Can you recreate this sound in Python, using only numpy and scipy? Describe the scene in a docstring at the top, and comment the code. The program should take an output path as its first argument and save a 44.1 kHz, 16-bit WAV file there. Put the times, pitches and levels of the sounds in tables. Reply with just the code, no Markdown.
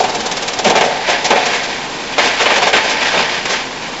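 """An electric wood chipper, close up: knives slice a branch about 18 times a second and the wood
bangs in the steel hopper. Then loose offcuts clatter round the casing and showers of chips rattle
out through the chute. Underneath sits a bed of rotor roar and motor hum.
The loudest blows overload the microphone."""
import sys
import numpy as np
from scipy import signal
from scipy.fft import rfft, irfft, next_fast_len
from scipy.io import wavfile
from scipy.ndimage import map_coordinates

SR = 44100
rng = np.random.default_rng(int(sys.argv[2]) if len(sys.argv) > 2 else 0)


def put_to_file(sound):
    """Save the sound as 16-bit audio at rate SR, in the file named by the first command-line argument."""
    columns = np.atleast_2d(sound).T  # one column per channel
    safe = np.clip(columns, -1, 1)
    whole_steps = np.round(safe * 32767)
    wavfile.write(sys.argv[1], SR, whole_steps.astype(np.int16))


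N = 176400

# Fader ride of the rotor's air roar: t/s, level/dB
ROAR_FADER = [(0, -22), (1.0, -26), (1.8, -25), (3.0, -26), (4, -26)]
# Tones of rotor and motor: f/Hz, level/dB
HUM_TONES = [(146, -48), (260, -43), (479, -43.5), (807, -47), (873, -45), (1039, -46.5)]
# Fader ride of the chips flying through the chute: t/s, level/dB
CHIP_FADER = [(0, -31), (.62, -32), (.7, -25.5), (.86, -24), (1.05, -23), (1.15, -16.5), (1.24, -24.5),
              (1.42, -19.5), (1.6, -21), (1.7, -26), (2.0, -29), (2.172, -24.5), (2.195, -15),
              (2.37, -18.5), (2.46, -17), (2.66, -18), (2.715, -27), (2.78, -17), (2.98, -19), (3.03, -14),
              (3.12, -17.5), (3.2, -14.5), (3.3, -19.5), (3.38, -19.5), (3.44, -25), (3.56, -19.5),
              (3.66, -28.5), (3.8, -30.5), (3.85, -27), (4, -34)]
# The branch thumping the frame: t/s, level/dB
THUMP_CUES = [(.152, -30), (.652, -18.5), (0.766, -30.5), (1.088, -32.5), (2.22, -28), (2.739, -27.5),
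              (3.16, -28.5)]
# Offcuts striking the steel: t/s, rise/s, hold/s, boom/dB, crack/dB, hiss/dB
OFFCUT_CUES = [(.0, .002, 0.0049, -12, -28.5, -22), (0.6455, .0015, .035, -13.5, -15.5, -20.5),
               (0.7523, .0015, 0.025, -12, -15, -21.5), (0.833, 0.0045, 0.026, -17.5, -28, -24),
               (1.081, .001, 0.013, -15, -19.5, -26.5), (1.088, 0.0061, 0.018, -30, -17, -20),
               (1.241, 0.0068, 0.014, -19.5, -23.5, -15.5), (1.303, .0015, 0.005, -8.5, -15.5, -19.5),
               (1.314, .002, 0.023, -12.5, -27, -38.5), (1.357, 0.0019, 0.022, -16, -18.5, -30.5),
               (1.451, .008, 0.01, -35.5, -21.5, -20), (1.532, .004, 0.028, -32, -21, -24.5),
               (1.63, .004, 0.0086, -35.5, -31, -24.5), (2.1802, .0015, 0.0082, -12.5, -12.5, -20.5),
               (2.223, 0.0078, 0.054, -26, -21, -25), (2.393, 0.014, 0.026, -29.5, -15, -22),
               (2.454, 0.0059, 0.0038, -13, -12, -31.5), (2.495, 0.012, 0.044, -22.5, -15, -28.5),
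               (2.556, .006, 0.02, -16.5, -21, -21), (2.619, 0.0024, .015, -16.5, -17, -21.5),
               (2.666, .004, .02, -19, -17, -21.5), (2.729, 0.0022, 0.044, -21.5, -12, -22),
               (2.838, .006, 0.017, -21, -22, -25.5), (2.893, .004, 0.02, -24, -23.5, -21.5),
               (3.135, 0.0031, 0.039, -17, -21, -44.5), (3.171, 0.0059, .025, -25, -19.5, -49),
               (3.453, 0.0014, 0.0025, -37, -19.5, -20.5), (3.495, .0015, 0.037, -28.5, -22, -21)]
# Knife strokes in playing order: hiss/dB, boom/dB
KNIFE_STROKES = [(-23.5, -15.5), (-23.5, -31.5), (-20.5, -20.5), (-22.5, -33.5), (-18.5, -27), (-18, -32.5),
                 (-19, -35), (-21, -22.5), (-18.5, -26.5), (-21.5, -28), (-17, -19), (-20.5, -21),
                 (-15, -11), (-25, -28), (-19.5, -8.5)]

# EQ of the rotor's air roar, broad in the mids: f/Hz, level/dB
ROAR_EQ = [(20, -18), (45, -21.5), (90, -15.5), (120, -12.5), (190, -6.5), (250, -3.5), (310, -6),
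           (440, -4), (610, -7), (820, -3), (1050, -6), (1320, -12), (2000, -13.5), (3000, -11.5),
           (5000, -15.5), (7500, -20)]
# EQ of chips pelting the chute: f/Hz, level/dB
CHUTE_EQ = [(100, -19.5), (220, -11), (310, -10), (450, -7), (900, -1), (1250, -4.5), (1700, 0),
            (2080, 0.5), (2650, -3), (3100, -4.5), (4200, -7), (5500, -10), (7600, -20)]
# EQ of the frame's dull thump: f/Hz, level/dB
THUMP_EQ = [(30, -21), (80, -12.5), (130, -15.5), (190, 0), (260, 0.5), (400, -5.5), (900, -33.5),
            (3000, -61)]
# EQ of the hopper's hollow boom: f/Hz, level/dB
BOOM_EQ = [(30, -37.5), (90, -28), (190, -12.5), (310, -12.5), (430, -1.5), (520, 1), (680, 2), (860, 0),
           (1100, -13.5), (2000, -17), (5000, -42)]
# EQ of cracking wood: f/Hz, level/dB
CRACK_EQ = [(120, -47.5), (400, 2.5), (900, 0.5), (1300, -1.5), (2000, 0), (3000, -3), (4000, -8.5),
            (5500, -29), (7600, -19)]
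# EQ of the bright slicing hiss: f/Hz, level/dB
HISS_EQ = [(300, -24), (1200, -11.5), (2500, -6.5), (3700, 2), (5200, 2), (6500, 0), (7600, -4)]
# Ringing modes of the casing plates: f/Hz, level/dB, t60/s
PLATE_MODES = [(918, -9.5, 0.43), (1043, -4.5, 0.079), (1520, 1, 0.09), (1876, -9, .06), (2028, -4, 0.11),
               (2188, -2, 0.05), (2347, -4.5, 0.023), (3690, -1, .08), (5080, 2, 0.034)]
# Ringing modes of the steel hopper: f/Hz, level/dB, t60/s
HOPPER_MODES = [(225, -13.5, 0.27), (257, -9.5, .3), (391.6, -9.5, 0.6), (488, -3.5, 0.089),
                (556.7, -5.5, 0.2), (705, -1, 0.32), (769, -5, 0.19), (870, 3, 0.93), (950, -14.5, 0.24)]

CUT_HZ, FIRST_CUT_S = 18.2, .0375  # knife strokes a second, time of the first
TOP_HZ = 7720  # the microphone's band limit


def amp(db):
    """Decibels to gain."""
    return 10 ** (np.asarray(db) / 20)


def unit(x):
    """Scale to rms 1."""
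    return x / np.sqrt(np.mean(x ** 2) + 1e-20)


def curve(rows):
    """Join (t/s, value) points into one value per sample."""
    return np.interp(np.arange(N) / SR, *np.transpose(rows))


def wobble(rate):
    """Smooth random modulation, rate knots a second."""
    return map_coordinates(rng.standard_normal(int(N * rate / SR) + 4), [np.arange(N) * rate / SR])


def eq(x, points):
    """Causal EQ through (f/Hz, level/dB) points, scaled to unit power gain."""
    m = 2 * next_fast_len(N)
    freqs = np.fft.rfftfreq(m, 1 / SR)
    hz, db = np.transpose(points)
    gain = amp(np.interp(np.log(freqs + 1), np.log(hz + 1), db))
    gain /= np.sqrt(np.mean(gain ** 2 * (freqs < TOP_HZ)))
    cepstrum = irfft(np.log(gain))
    cepstrum[1:m // 2] *= 2  # minimum phase: no ringing ahead of an attack
    cepstrum[m // 2 + 1:] = 0
    return irfft(rfft(x, m) * np.exp(rfft(cepstrum)))[:N]


def impacts(per_s, spread_db):
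    """A crackle of tiny random impacts, rms 1."""
    size = amp(spread_db * np.clip(rng.standard_normal(N), -2, 2)) * rng.choice([-1, 1], N)
    return unit(size * (rng.random(N) < per_s / SR))


def burst(start, rise, hold, t60):
    """Envelope of one blow: rise, hold, decay, all in seconds."""
    t = np.arange(N) / SR - start
    return np.clip(t / rise, 0, 1) * np.exp(-np.log(1000) * np.clip((t - rise - hold) / t60, 0, 2))


def scatter(x, t60):
    """Smear each impact into a diffuse tail of equal energy."""
    decay = amp(-120 * np.arange(SR // 4) / SR / t60)
    power = signal.fftconvolve(x ** 2, decay / decay.sum())[:N]
    return np.sqrt(np.abs(power)) * rng.standard_normal(N)


def ring(x, modes):
    """Steel modes ringing in answer to x, at the level of x."""
    t = np.arange(SR // 2) / SR
    response = 0
    for hz, db, t60 in modes:
        envelope = amp(db) / np.sqrt(t60) * np.exp(-np.log(1000) * t / t60)
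        response += envelope * np.sin(2 * np.pi * (hz * t + rng.random()))
    return unit(signal.fftconvolve(x, response)[:N]) * np.std(x)


def blend(direct, wet, wet_db):
    """Mix in a wet signal and trim for the added power."""
    return (direct + amp(wet_db) * wet) / np.hypot(1, amp(wet_db))


def casing(hits, eq_points, plate_db=-10.5):
    """Impacts in the casing: dense short reflections between the walls, and the plates' ring."""
    reflections = scatter(hits, t60=.059)
    body = eq(blend(hits, reflections, wet_db=.5), eq_points)
    return body + amp(plate_db) * ring(body, PLATE_MODES)


def rotor(pulse_db=1.16, throb_hz=30.5, throb_db=-47.5):
    """The bed: air roar pulsing with the knives, wavering rotor and motor hum, the frame's throb."""
    t = np.arange(N) / SR
    pulse = np.cos(2 * np.pi * CUT_HZ * (t - FIRST_CUT_S))
    roar = amp(curve(ROAR_FADER) + pulse_db * pulse) * eq(rng.standard_normal(N), ROAR_EQ)
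    hum = 0
    for hz, db in HUM_TONES:
        wavering_gain = amp(db - 1.5 * wobble(4))
        phase_drift = .75 * wobble(8)
        hum += wavering_gain * np.sin(2 * np.pi * hz * t + phase_drift)
    throb = amp(throb_db) * np.sin(2 * np.pi * throb_hz * t)
    return roar + np.sqrt(2) * (hum + throb)


def chips(flutter_db=1.08, clack_db=-14.5):
    """Showers of chips pelt the chute; larger ones clack singly."""
    flow = amp(curve(CHIP_FADER) + flutter_db * wobble(45))
    shower = casing(flow * impacts(per_s=2200, spread_db=3), CHUTE_EQ)
    large_chips = flow * impacts(per_s=30, spread_db=.5)
    clacks = eq(scatter(large_chips, t60=.083), CRACK_EQ)
    return shower + amp(clack_db) * clacks


def thumps():
    """Low-end weight: dull shocks of the branch against the frame."""
    force = sum(amp(db) * burst(start, rise=.0093, hold=.023, t60=.36) for start, db in THUMP_CUES)
    return eq(force * rng.standard_normal(N), THUMP_EQ)


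def blow(start, rise, hold, boom_db, crack_db, hiss_db, hiss_t60):
    """Power envelopes of one blow on wood: boom, crack and hiss."""
    boom = amp(boom_db) * burst(start, rise, hold, t60=.086)
    rumble = amp(boom_db - 7.5) * burst(start, rise, hold, t60=1)  # the hopper's long tail
    crack = amp(crack_db) * burst(start, rise, hold, t60=.17)
    smack = amp(crack_db + 3) * burst(start, rise, hold=0, t60=.09)  # first contact
    hiss = amp(hiss_db) * burst(start, rise, hold, hiss_t60)
    return np.array([boom ** 2 + rumble ** 2, crack ** 2 + smack ** 2, hiss ** 2])


def offcuts():
    """Power envelopes of loose offcuts striking the steel."""
    return sum(blow(*cue, hiss_t60=.12) for cue in OFFCUT_CUES)


def knives(rise_s=.003, hold_s=.007):
    """Power envelopes of the evenly spaced knife strokes through the branch."""
    power = np.zeros((3, N))
    for k, (hiss_db, boom_db) in enumerate(KNIFE_STROKES):
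        start = FIRST_CUT_S + k / CUT_HZ
        crack_db = max(boom_db, hiss_db) - 6  # splintering follows the louder of bang and slice
        power += blow(start, rise_s, hold_s, boom_db, crack_db, hiss_db, hiss_t60=.075)
    return power


def chopping(power):
    """Voice the blows' envelopes: the hopper booms and rings, wood splinters, parting fibres hiss."""
    boom, crack, hiss = np.sqrt(power)
    hopper = eq(boom * impacts(per_s=2500, spread_db=1.5), BOOM_EQ)
    splinters = casing(crack * impacts(per_s=5400, spread_db=2.5), CRACK_EQ)
    slicing = eq(hiss * impacts(per_s=16000, spread_db=0), HISS_EQ)
    return blend(hopper, ring(hopper, HOPPER_MODES), wet_db=-6) + splinters + slicing


def scene():
    """The whole machine, panned dead centre."""
    mix = chopping(knives() + offcuts()) + thumps() + chips() + rotor()
    return np.tile(mix, (2, 1))


def record(dry):
    """The microphone soft-clips the highest peaks and cuts the treble above its band limit."""
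    clipped = dry / (1 + np.abs(dry) ** 10) ** (1 / 10)
    m = next_fast_len(N + SR // 2)
    passband = np.clip((TOP_HZ - np.fft.rfftfreq(m, 1 / SR)) / 240 + .5, 0, 1) ** 2  # 240 Hz wide edge
    return irfft(rfft(clipped, m) * passband, m)[:, :N]


dry = scene()
out = record(dry)
put_to_file(out)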